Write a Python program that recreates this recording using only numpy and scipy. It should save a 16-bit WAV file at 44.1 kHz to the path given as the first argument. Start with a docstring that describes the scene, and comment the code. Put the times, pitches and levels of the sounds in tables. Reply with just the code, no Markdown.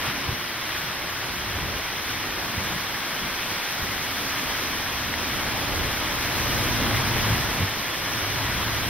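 """Roaring wind, hissing rain and a low buffeting rumble from the start: a night hurricane in a street.
Heard from a sheltered spot; one long gust builds and drops away, short gusts whoosh and moan.
Roar, rain, spray and rumble are noise, coloured by spectrum and driven by one wind curve.
Drones, rushes and flurries are enveloped noise bands; thumps are gliding sines with ragged noise.
Large drops click close by: short cosine knocks with a noise splash."""
import sys
import numpy as np
from scipy import signal
from scipy.fft import rfft, irfft
from scipy.io import wavfile
from scipy.ndimage import uniform_filter1d

SR = 44100
rng = np.random.default_rng(int(sys.argv[2]) if len(sys.argv) > 2 else 0)


def inscribe(sig):
    """Save sig as 16-bit PCM at rate SR to the path in sys.argv[1].

    A 1-D sig is mono; a 2-D sig holds one channel per row.
    Samples are clipped to [-1, 1] before scaling.
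    """
    pcm = np.round(np.clip(np.atleast_2d(sig).T, -1, 1) * 32767)
    wavfile.write(sys.argv[1], SR, pcm.astype(np.int16))


N = 392049
TIME_S = np.arange(N) / SR

# Relative noise spectra: f/Hz, density/dB per Hz
ROAR_SPECTRUM = [(60, -32), (125, 2.5), (165, 1), (250, 2), (330, 2.5), (430, -2.5), (600, -1), (780, -2),
                 (1080, -0.5), (1500, -12.5), (3000, -11.5), (8000, -80)]
RAIN_SPECTRUM = [(200, -12.5), (550, -8), (1000, -3), (1750, -0.3), (2300, -1.6), (2750, -5), (3250, -3),
                 (3650, -6), (4500, -8.5), (6000, -12.5), (7200, -76), (12000, -60)]
SPRAY_SPECTRUM = [(2000, -54), (3300, -9.5), (4200, -0.5), (4700, -3.5), (5100, 0.5), (5400, -2),
                  (5950, 3.5), (6500, -3.5), (7200, -14), (7900, -8.5), (8900, -6.5), (10100, -9),
                  (12500, -5), (16000, -7)]
BUFFET_SPECTRUM = [(8, -22), (25, -12), (50, -4), (78, -2), (104, -1.5), (128, -5.5), (155, -13),
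                   (200, -13.5), (320, -17.5), (500, -21), (1500, -72)]
BLAST_SPECTRUM = [(60, -26), (160, -15), (235, -2), (330, -17), (450, -20), (1500, -58)]
# Left-right correlation of the two ports, negative = opposite phase: f/Hz, correlation/-1 to 1
PORT_CORRELATION = [(100, .86), (280, .89), (550, .78), (2700, .73), (3300, .92), (3650, .56), (4000, .03),
                    (4400, -.48), (4700, -.52), (5150, .1), (5600, -.74), (6050, -.68), (6400, -.92),
                    (7000, -.92), (7500, -.67), (8800, -.44), (9300, -.68), (9900, .4), (10500, .78),
                    (12200, .2), (13400, .02), (14500, .28), (15500, -.1)]
# Wind strength relative to a reference wind of 0 dB: t/s, level/dB
WIND_STRENGTH = [(0, -4.5), (0.45, -8.5), (1.9, -6), (2.3, -5), (2.95, -3.5), (3.5, -3), (4.2, -6.5),
                 (5.05, -0.5), (5.45, 1), (6.15, 1.5), (6.55, 6), (7.3, 6), (7.82, -2.5), (8.2, 1.5),
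                 (8.89, 2)]
# Airstream swinging onto (+) or off (-) the microphone: middle/s, width at 1/e/s, level/dB
SWIRLS = [(.3, 0.077, 11), (.56, 0.45, -4), (1.63, 0.6, 7), (1.93, 0.32, -6), (2.65, 0.28, 3),
          (3.1, 0.55, -10), (3.4, 0.17, -6), (3.67, 0.17, -20), (3.88, .16, 3.5), (4.9, 0.96, -2.5),
          (5.78, 0.19, 4.5), (6.2, .45, -1.5), (6.6, 0.43, -1), (7.61, .06, 3), (7.88, 0.25, -3.5),
          (8.15, 0.53, -4.5), (8.6, 0.43, -0.5)]
# Sheets of water sweeping past (+), gaps (-): middle/s, width at 1/e/s, rain level/dB, spray level/dB
SHEETS = [(.07, 0.11, 3, 2), (.24, .14, 1, 0), (.76, 0.2, 1.5, 2.5), (2.1, 0.097, 1, 1.5),
          (2.65, 0.27, .4, 1), (3.85, 0.84, 0.5, 1.7), (4.4, 0.61, 1.5, 3), (5.1, .16, -1, -1),
          (6.45, 0.65, 0.5, 1.5), (6.96, 0.08, 0, 1), (7.28, 0.28, 0.5, 1)]
# Sustained gusts: start/s, length/s, level/dB, f/Hz, half-width/octaves
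DRONES = [(6.22, 1.23, -35, 111, .45), (8, 0.95, -36, 110, 0.37), (0, 3.6, -51, 338, .17),
          (3.8, 2.56, -45.5, 260, 0.23), (6.4, 1.02, -40, 243, 0.18)]
# Short whooshing gusts: middle/s, half-span/s, level/dB, f/Hz
RUSHES = [(.08, 0.13, -38, 1700), (2.6, 0.42, -47, 600), (4.45, 0.37, -40, 1800), (5.55, 0.56, -39, 750),
          (6.96, .08, -32, 2000), (7.17, .25, -36, 2300), (7.34, 0.11, -33.5, 2100)]
# Flurries of eddies: middle/s, half-span/s, level/dB, f/Hz
FLURRIES = [(0.85, 0.8, -46, 125), (1.649, .16, -40, 155), (2.1, 0.51, -50, 75), (2.302, 0.31, -45, 328),
            (2.63, 0.29, -41, 208), (3.251, 0.1, -39, 190), (3.3, 0.43, -49, 45), (3.499, 0.31, -49, 280),
            (3.847, .12, -45, 230), (4.218, 0.15, -44, 238), (4.48, .16, -48, 55), (4.76, .18, -45, 52),
            (4.98, 0.15, -44, 55), (5.22, 0.19, -42, 76), (5.5, 0.15, -41, 50), (5.78, .26, -35, 47.9),
            (6.38, .16, -39, 70), (6.67, .2, -41, 52), (6.85, 0.85, -39, 260), (7.24, .3, -38, 205),
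            (7.47, .16, -40, 110), (7.62, 0.067, -34, 175), (8.52, 0.19, -37, 55)]
# Eddies striking the microphone: t/s, level/dB, length before release/s, mid-glide f/Hz
THUMPS = [(0.068, -27.5, 0.031, 123), (0.283, -23, .016, 96), (.314, -25.5, 0.023, 108),
          (1.477, -29.5, .022, 70), (1.553, -27.5, 0.02, 75), (1.622, -25, 0.036, 80),
          (1.737, -29.5, 0.038, 58), (2.1, -34, 0.032, 115), (2.573, -25.5, 0.022, 85),
          (2.717, -33, .05, 175), (2.936, -36, 0.02, 101), (3.232, -35, 0.028, 80),
          (3.508, -27, 0.014, 298), (3.815, -31, 0.029, 70), (5.766, -26, 0.046, 70), (5.945, -31, .02, 89),
          (6.935, -23, .035, 110), (7.157, -26, 0.015, 520), (7.299, -20.5, 0.052, 109),
          (7.598, -19, 0.05, 90)]
# Large drops on hard surfaces nearby: t/s, knock level/dB, f/Hz
CLICKS = [(.214, -27, 5070), (.708, -28, 1700), (3.514, -24, 1800), (3.916, -29, 2000), (5.1402, -16, 1950),
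          (6.9475, -19, 1700)]

# Layer level at 0 dB wind [dB], and rise [dB per dB of wind]
ROAR_DB, ROAR_RISE_DB_PER_DB = -35, 0.57
RAIN_DB, RAIN_RISE_DB_PER_DB = -29, 0.26
SPRAY_DB, SPRAY_RISE_DB_PER_DB = -34, 0.34
BUFFET_DB, BUFFET_RISE_DB_PER_DB = -38.5, 1.06
SPRAY_BUILD_DB_PER_S = 0.07
# Fractions of the swirl dB and sheet rain dB that the roar follows
SWIRL_ROAR_SHARE, SHEET_ROAR_SHARE = 0.21, 0.39
THUMP_GLIDE_OCTAVES = 0.58
EDGE_HZ = 15750


def gain_of(db):
    """Decibels to amplitude."""
    return 10 ** (np.asarray(db) / 20)


def evened(x):
    """Scales to an rms of 1."""
    return x / np.sqrt(np.mean(x ** 2) + 1e-20)


def smoothed(x, size, axis=-1):
    """Moving average over a whole number of points."""
    return uniform_filter1d(x, size, axis=axis)


def read(points, hz):
    """Interpolates a table on a log-frequency axis."""
    f, value = np.transpose(points)
    return np.interp(np.log(hz + 1), np.log(f + 1), value)


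def add(mix, start_s, sound):
    """Adds a mono or stereo sound to both channels, cut at the end of the mix."""
    part = mix[:, max(round(start_s * SR), 0):][:, :sound.shape[-1]]
    part += sound[..., :part.shape[1]]


def wind_db(ease_s=0.092):
    """Wind strength per sample, corners rounded by a moving average."""
    strength = np.interp(TIME_S, *np.transpose(WIND_STRENGTH))
    return smoothed(strength, max(round(ease_s * SR), 1))


def swells_db(rows, column=0):
    """Sum of Gaussian rises and dips per sample, from one dB column."""
    return sum(db[column] * np.exp(-(2 * (TIME_S - middle_s) / width_s) ** 2)
               for middle_s, width_s, *db in rows)


def at_ports(pair, spectrum):
    """Colours two unrelated signals and correlates them between the ports by mid-side mixing."""
    hz = np.fft.rfftfreq(N, 1 / SR)
    same = read(PORT_CORRELATION, hz)
    coloured = rfft(pair) * gain_of(read(spectrum, hz))
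    mid, side = coloured * np.sqrt([1 + same, 1 - same])
    return evened(irfft([mid + side, mid - side], N))


def turbulent(patch_db, patch_hz, patch_s, flutter_db):
    """Two noises sharing random time-frequency patches and a broadband flutter."""
    hz, t, cells = signal.stft(rng.standard_normal((2, N)), SR, nperseg=512)
    frames = max(round(patch_s / t[1]), 1)
    bins = max(round(patch_hz / hz[1]), 1)
    grain = smoothed(rng.standard_normal(cells.shape[1:]), frames, axis=1)
    patches = evened(smoothed(grain, bins, axis=0))
    flutter = evened(smoothed(rng.standard_normal(len(t)), frames))
    swelling = gain_of(patch_db * patches + flutter_db * flutter)
    return signal.istft(cells * swelling, SR)[1][:, :N]


def impacts(per_s, spread_db):
    """Drops as random-sign impulses at random times, most small and a few large."""
    size = gain_of(spread_db * np.minimum(rng.exponential(1, (2, N)), 5))
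    sign = rng.choice([-1, 1], (2, N))
    landed = rng.random((2, N)) < per_s / SR
    return evened(size * sign * landed)


def unbroken(air, steady_s=.035):
    """Evens out gaps and peaks of a noise, as in a flow that keeps pressing."""
    power = abs(smoothed((air ** 2).mean(0), max(round(steady_s * SR), 1))) + 1e-12
    return evened(air / np.cbrt(power))


def eddies(length_s, hz, octaves, steady_s=0.036):
    """Steadied noise band, log-Gaussian about one pitch, correlated as the ports are at that pitch."""
    size = SR * int(length_s + 1.5)
    f = np.fft.rfftfreq(size, 1 / SR)
    band = np.exp(-(np.log2((f + 1) / hz) / octaves) ** 2)
    noise = irfft(rfft(rng.standard_normal((2, size))) * band)
    same = read(PORT_CORRELATION, hz)
    mid, side = noise * np.sqrt([[1 + same], [1 - same]])
    pair = np.array([mid + side, mid - side])
    return unbroken(pair, steady_s)[:, :round(length_s * SR)]


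def passing(rows, octaves):
    """Noise bands that swell and fade under squared Hann windows, one per table row."""
    out = np.zeros((2, N))
    for middle_s, half_span_s, db, hz in rows:
        air = eddies(2 * half_span_s, hz, octaves)
        swell = gain_of(db) * signal.windows.hann(air.shape[1]) ** 2 * air
        before_start = max(round((half_span_s - middle_s) * SR), 0)
        add(out, middle_s - half_span_s, swell[:, before_start:])
    return out


def roar():
    """Wind tearing through trees and around buildings: turbulent noise that follows the wind."""
    gusts_db = ROAR_RISE_DB_PER_DB * wind_db() + SWIRL_ROAR_SHARE * swells_db(SWIRLS)
    force = gain_of(ROAR_DB + gusts_db + SHEET_ROAR_SHARE * swells_db(SHEETS))
    air = turbulent(patch_db=1.14, patch_hz=220, patch_s=0.085, flutter_db=-0.4)
    return force * at_ports(air, ROAR_SPECTRUM)


def rain():
    """Far sheets merge into a noise wash; nearer drops spatter on the pavement as impulses."""
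    wash = turbulent(patch_db=1.0, patch_hz=350, patch_s=0.03, flutter_db=0.25)
    spatter = gain_of(-6) * impacts(per_s=1500, spread_db=3.0)
    density = gain_of(RAIN_DB + RAIN_RISE_DB_PER_DB * wind_db() + swells_db(SHEETS))
    return density * at_ports(wash + spatter, RAIN_SPECTRUM)


def spray():
    """Wind-shredded droplets fizz above the rain: noise and dense impulses, slowly building."""
    build_db = SPRAY_BUILD_DB_PER_S * (TIME_S - TIME_S.mean())
    gusts_db = SPRAY_RISE_DB_PER_DB * wind_db() + swells_db(SHEETS, column=1)
    density = gain_of(SPRAY_DB + gusts_db + build_db)
    mist = turbulent(patch_db=1.46, patch_hz=700, patch_s=.03, flutter_db=0.43)
    droplets = gain_of(-11.5) * impacts(per_s=7000, spread_db=2.0)
    return density * at_ports(mist + droplets, SPRAY_SPECTRUM)


def buffeting(strong_db=-29):
    """Air tumbling over the microphone: as force grows, a higher blast outgrows the low rumble."""
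    force = gain_of(BUFFET_DB + BUFFET_RISE_DB_PER_DB * wind_db() + swells_db(SWIRLS))
    tumbling = turbulent(patch_db=0.0, patch_hz=200, patch_s=0.045, flutter_db=0.5)
    air = at_ports(tumbling, BUFFET_SPECTRUM)
    rumble = gain_of(1.5) * unbroken(air, steady_s=0.054)
    blast = gain_of(-6.5) * at_ports(rng.standard_normal((2, N)), BLAST_SPECTRUM)
    blast_share = (force / gain_of(strong_db)) ** 0.5
    return force * (rumble + blast * blast_share)


def drones(build_s=0.32, drop_s=0.14):
    """Eddies shed by sustained gusts: steady noise bands that build, hold and drop linearly."""
    out = np.zeros((2, N))
    for start_s, length_s, db, hz, octaves in DRONES:
        air = eddies(length_s, hz, octaves, steady_s=.022)
        t = np.arange(air.shape[1]) / SR
        ramps = np.minimum(t / build_s, (length_s - t) / drop_s)
        add(out, start_s, gain_of(db) * np.minimum(ramps, 1) * air)
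    return out


def rushes():
    """Short gusts whoosh through the palms and the rain: swelling noise bands."""
    return passing(RUSHES, octaves=0.58)


def flurries():
    """Eddies flutter past the microphone, large ones deep, small ones higher: swelling noise bands."""
    return passing(FLURRIES, octaves=0.53)


def thumps(rise_s=.004, fade_db=4, release_s=0.003, ragged=0.38, octaves=0.9):
    """An eddy hits fast as an uneven sine gliding up as it breaks up, mixed with a ragged noise wake."""
    out = np.zeros((2, N))
    noise_share = np.clip(ragged, 0, 1)
    for start_s, db, length_s, hz in THUMPS:
        wake = eddies(length_s + 10 * release_s, hz, octaves, steady_s=.015)
        t = np.arange(wake.shape[1]) / SR
        progress = np.minimum(t / length_s, 1)
        wobble = evened(smoothed(rng.standard_normal(SR), 150))[:len(t)]
        pitch_hz = hz * 2 ** (THUMP_GLIDE_OCTAVES * (progress - .5)) * (1 + 0.26 * wobble)
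        cycles = np.cumsum(pitch_hz) / SR
        tone = np.sqrt(1 - noise_share) * np.sin(2 * np.pi * cycles)
        pressure = tone + np.sqrt(noise_share / 2) * wake
        attack = 1 - np.exp(-(t / rise_s) ** 2)
        release = np.exp(-np.maximum(t - length_s, 0) / release_s)
        shape = attack * gain_of(-fade_db * progress) * release
        add(out, start_s, gain_of(db) * shape * pressure)
    return out


def clicks(ring_s=0.0009, splash_db=-11, splash_s=0.002):
    """A large drop gives a Gaussian-windowed cosine knock and a brief, broad noise splash."""
    out = np.zeros((2, N))
    t = np.arange(-300, 600) / SR  # 0 = knock centre
    for centre_s, db, hz in CLICKS:
        knock = np.exp(-(t / ring_s) ** 2) * np.cos(2 * np.pi * hz * t)
        water = eddies(.1, hz, octaves=1.3)[:, :len(t)]
        splash = gain_of(splash_db) * (t > -ring_s) * np.exp(-abs(t) / splash_s) * water
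        add(out, centre_s + t[0], gain_of(db) * (knock + splash))
    return out


def scene(left_db=0.07):
    """Wind and water together, the water raised on the left and lowered on the right by left_db."""
    water = (rain() + spray() + clicks()) * gain_of([[left_db], [-left_db]])
    gusts = drones() + rushes() + flurries() + thumps()
    return roar() + water + buffeting() + gusts


def record(dry):
    """The recorder's steep band limit: a linear-phase FIR low-pass."""
    low_pass = signal.firwin(1023, EDGE_HZ, window=("kaiser", 9), fs=SR)
    return signal.oaconvolve(dry, low_pass[None], "same")


dry = scene()
out = record(dry)
inscribe(out)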